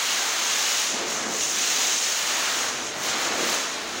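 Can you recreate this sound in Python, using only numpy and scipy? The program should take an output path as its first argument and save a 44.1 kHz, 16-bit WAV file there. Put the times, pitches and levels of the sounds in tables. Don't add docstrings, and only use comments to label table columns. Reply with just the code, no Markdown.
import sys
import numpy as np
from scipy.fft import rfft, irfft, next_fast_len
from scipy.io import wavfile
from scipy.ndimage import map_coordinates

SR = 44100
rng = np.random.default_rng(int(sys.argv[2]) if len(sys.argv) > 2 else 0)


def to_wav(s):
    ch = np.atleast_2d(s).T
    pcm = np.round(np.clip(ch, -1, 1) * 32767)
    wavfile.write(sys.argv[1], SR, pcm.astype(np.int16))


N = 176400

# time
# in seconds, level in dB.
HISS_LEVEL = [(0.01, -28.5), (0.18, -28.5), (0.28, -30.8), (0.55, -28.5), (0.81, -28), (1.05, -35.4),
              (1.08, -32.8), (1.29, -37.5), (1.42, -31.0), (1.48, -33.5), (1.59, -29.5), (1.83, -27),
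              (1.99, -30), (2.46, -29.5), (2.65, -32.5), (2.79, -35.7), (2.98, -39), (3.06, -31.4),
              (3.25, -30.8), (3.37, -33.5), (3.52, -27.5), (3.67, -34.5), (3.88, -36.8), (4.0, -37)]
RING_LEVEL = [(0.01, -31), (0.04, -30), (0.42, -30.4), (0.55, -27.0), (0.91, -29), (1.05, -37.5),
              (1.11, -30.5), (1.29, -34.5), (1.42, -26.5), (1.48, -28.8), (1.69, -26), (2.1, -27.3),
              (2.17, -30), (2.67, -30), (2.79, -36.5), (2.88, -34.5), (2.94, -41.5), (3.1, -28.5),
              (3.15, -33.5), (3.27, -30.5), (3.31, -34.8), (3.54, -29.5), (3.85, -41.5), (4.0, -38.4)]
MIST_LEVEL = [(0.01, -39), (0.3, -42), (0.64, -39.6), (0.84, -39), (1.05, -53), (1.11, -43.9), (1.26, -52),
              (1.42, -42), (1.9, -40.5), (2.13, -40.8), (2.38, -41.5), (2.62, -41.5), (2.79, -49.7),
              (2.85, -47.8), (2.94, -53.4), (3.06, -41.5), (3.15, -47.5), (3.21, -42.8), (3.31, -48),
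              (3.4, -45), (3.52, -38), (3.67, -48), (3.88, -51), (4.0, -48)]
FINE_LEVEL = [(0.01, -42.1), (0.48, -44), (0.57, -40.2), (0.84, -42), (0.96, -53.4), (1.05, -54.0),
              (1.11, -46.1), (1.26, -57.6), (1.32, -47.3), (1.42, -45.4), (1.53, -43.6), (1.83, -40),
              (2.02, -45.3), (2.1, -41.5), (2.65, -45.1), (2.71, -52.0), (2.88, -55.7), (2.92, -60.5),
              (3.06, -42.3), (3.15, -51.2), (3.21, -43.8), (3.31, -51.9), (3.52, -39.3), (3.6, -47.7),
              (3.75, -56.0), (4.0, -53.4)]
# frequency in Hz, relative level in dB.
HISS_COLOUR = [(900, -34), (1700, -6.5), (2300, -4), (2900, 0.5), (3500, -.5), (4100, 0), (4900, -3),
               (5600, -8), (6800, -16), (9000, -45)]
RING_COLOUR = [(4000, -42), (5200, -7), (5800, -4), (6250, -1.5), (6580, -0.5), (6950, -3.5),
               (7450, -7.5), (8000, -15), (9000, -20), (10500, -29), (13000, -40)]
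MIST_COLOUR = [(5500, -31), (7500, 1), (8600, 1), (9600, -1.5), (10700, -7), (12000, -19), (14000, -35)]
FINE_COLOUR = [(9000, -25), (10700, -8.5), (11600, -6.5), (12500, -8.5), (13900, -9), (14600, 0.5),
               (15900, 0.5)]


def jet():
    sputter_db = 0.46 * wobble(per_second=170)
    surge_db = 0.14 * wobble(per_second=19)
    hiss = amp(0.66) * level(HISS_LEVEL) * coloured(pen_echoes(spray(grain_db=-6.5)), HISS_COLOUR)
    flicker = amp(0.5 + 0.29 * wobble(per_second=90))
    ringing = flicker * level(RING_LEVEL) * coloured(pen_echoes(spray(grain_db=-5.5)), RING_COLOUR)
    mist = level(MIST_LEVEL) * coloured(spray(grain_db=-10), MIST_COLOUR)
    fine = level(FINE_LEVEL) * coloured(spray(grain_db=-2), FINE_COLOUR)
    return amp(sputter_db + surge_db) * (hiss + ringing + mist + fine)


def spray(grain_db, drops_per_s=2600):
    struck = rng.random(N) < drops_per_s / SR
    sizes = np.exp(0.47 * rng.standard_normal(N))
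    drops = struck * sizes * np.sign(rng.standard_normal(N))
    return unit(rng.standard_normal(N) + amp(grain_db) * unit(drops))


# time in seconds, level in dB.
SPLASH_LEVEL = [(0.01, -32), (0.07, -32.4), (0.36, -30.5), (0.48, -31.5), (0.76, -32.5), (0.96, -35),
                (1.21, -33), (1.48, -37.5), (1.62, -34), (1.83, -33), (2.04, -35.5), (2.44, -29.3),
                (2.62, -31), (2.77, -35.5), (2.94, -37), (3.06, -31.5), (3.21, -30.6), (3.54, -30.5),
                (3.85, -36.5), (4.0, -35.4)]
DRUM_LEVEL = [(0.01, -46.5), (0.12, -43), (0.88, -43.5), (0.94, -35.5), (1.05, -34), (1.21, -36.5),
              (1.29, -33.5), (1.53, -41), (1.86, -40), (2.19, -44.5), (2.46, -40.5), (2.71, -39),
              (3.12, -38.5), (3.42, -31), (3.69, -40.5), (4.0, -39)]
# frequency in Hz, relative level in dB.
SPLASH_COLOUR = [(200, -38), (450, -8.5), (700, -2.5), (1000, -1.5), (1200, 0.5), (1600, -.5), (1900, -1.5),
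                 (2300, -3), (3200, -13.5), (6000, -21)]
DRUM_COLOUR = [(90, -40), (160, -15), (195, -4.5), (240, -3), (282, -1), (325, -1), (400, 0), (520, -1),
               (700, -2), (1000, -9), (2000, -33), (4000, -42)]


def foam_landing():
    splash = level(SPLASH_LEVEL) * coloured(pen_echoes(spray(grain_db=-4)), SPLASH_COLOUR)
    drum = level(DRUM_LEVEL) * coloured(pen_echoes(spray(grain_db=-5.5)), DRUM_COLOUR)
    return amp(0.56) * splash + amp(0.1) * drum


# time of the peak in seconds, half-length in seconds, pitch in Hz, level in dB.
PANEL_BOOMS = [(0.941, .025, 235, -41), (1.281, .025, 247, -37.5), (3.41, 0.032, 555, -32.5)]


def panel_booms():
    t, out = np.arange(N) / SR, np.zeros(N)
    for peak_s, half_s, hz, db in PANEL_BOOMS:
        width_hz = 0.18 * hz
        ring = filtered(rng.standard_normal(N), lambda f: np.exp(-.5 * ((f - hz) / width_hz) ** 2))
        swell = np.exp(-2 * ((t - peak_s) / half_s) ** 2)
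        out += amp(db) * unit(ring * swell) * np.sqrt(np.mean(swell ** 2))
    return out


def pen_echoes(x, count=10, spread_s=0.025, drift_s=0.000602, echo_db=-12.5):
    t, echoes = np.arange(N) / SR, np.zeros(N)
    for fraction in rng.random(count):
        delay = fraction * spread_s + drift_s * np.abs(wobble(per_second=1))
        echoes += np.interp(t - delay, t, x, left=0)
    return unit(x + amp(echo_db) * unit(echoes))


# time in seconds, level in dB.
PUMP_LEVEL = [(0, -79), (.55, -77), (.72, -66), (1.15, -60), (1.7, -65), (2.3, -64.5), (2.85, -62),
              (3.25, -63), (3.7, -74), (3.88, -61)]


def pump(hum_hz=66, wander_hz=2.5):
    pitch_hz = hum_hz + wander_hz * wobble(per_second=14)
    phase = 2 * np.pi * np.cumsum(pitch_hz) / SR
    hum = unit(np.sin(phase) * amp(4.1 * wobble(per_second=13)))
    return amp(-3.5) * level(PUMP_LEVEL) * hum


# time in seconds, level in dB.
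RUMBLE_LEVEL = [(0.01, -64), (0.46, -63.2), (0.81, -62.3), (0.99, -58), (1.21, -54.0), (1.75, -62.5),
                (1.99, -62), (2.13, -64), (2.25, -59.4), (2.44, -60.2), (2.88, -53.5), (3.42, -53.5),
                (3.69, -62), (4.0, -54)]
# frequency in Hz, relative level in dB.
RUMBLE_COLOUR = [(20, -21), (45, -20), (75, -9), (100, 1), (113, -4), (135, 0.5), (170, 0), (240, -12),
                 (500, -40)]


def barn_rumble():
    return amp(0.5) * level(RUMBLE_LEVEL) * coloured(rng.standard_normal(N), RUMBLE_COLOUR)


def amp(db):
    return 10 ** (np.asarray(db) / 20)


def unit(x):
    return x / np.sqrt(np.mean(x ** 2) + 1e-20)


def level(rows):
    seconds, db = np.transpose(rows)
    return amp(np.interp(np.arange(N) / SR, seconds, db))


def wobble(per_second):
    return map_coordinates(rng.standard_normal(4096), [np.arange(N) * per_second / SR], mode="wrap")


def filtered(x, response):
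    size = next_fast_len(N + 8192)
    return irfft(rfft(x, size) * response(np.fft.rfftfreq(size, 1 / SR)), size)[..., :N]


def coloured(x, rows):
    row_hz, db = np.transpose(rows)
    gain = lambda hz: amp(np.interp(np.log(hz + 1), np.log(row_hz), db, left=-100, right=-100))
    return unit(filtered(x, gain))


def scene():
    mono = jet() + foam_landing() + panel_booms() + pump() + barn_rumble()
    return np.array([mono, mono])


def record(dry, top_hz=15840):
    return filtered(dry, lambda hz: hz < top_hz)


dry = scene()
out = record(dry)
to_wav(out)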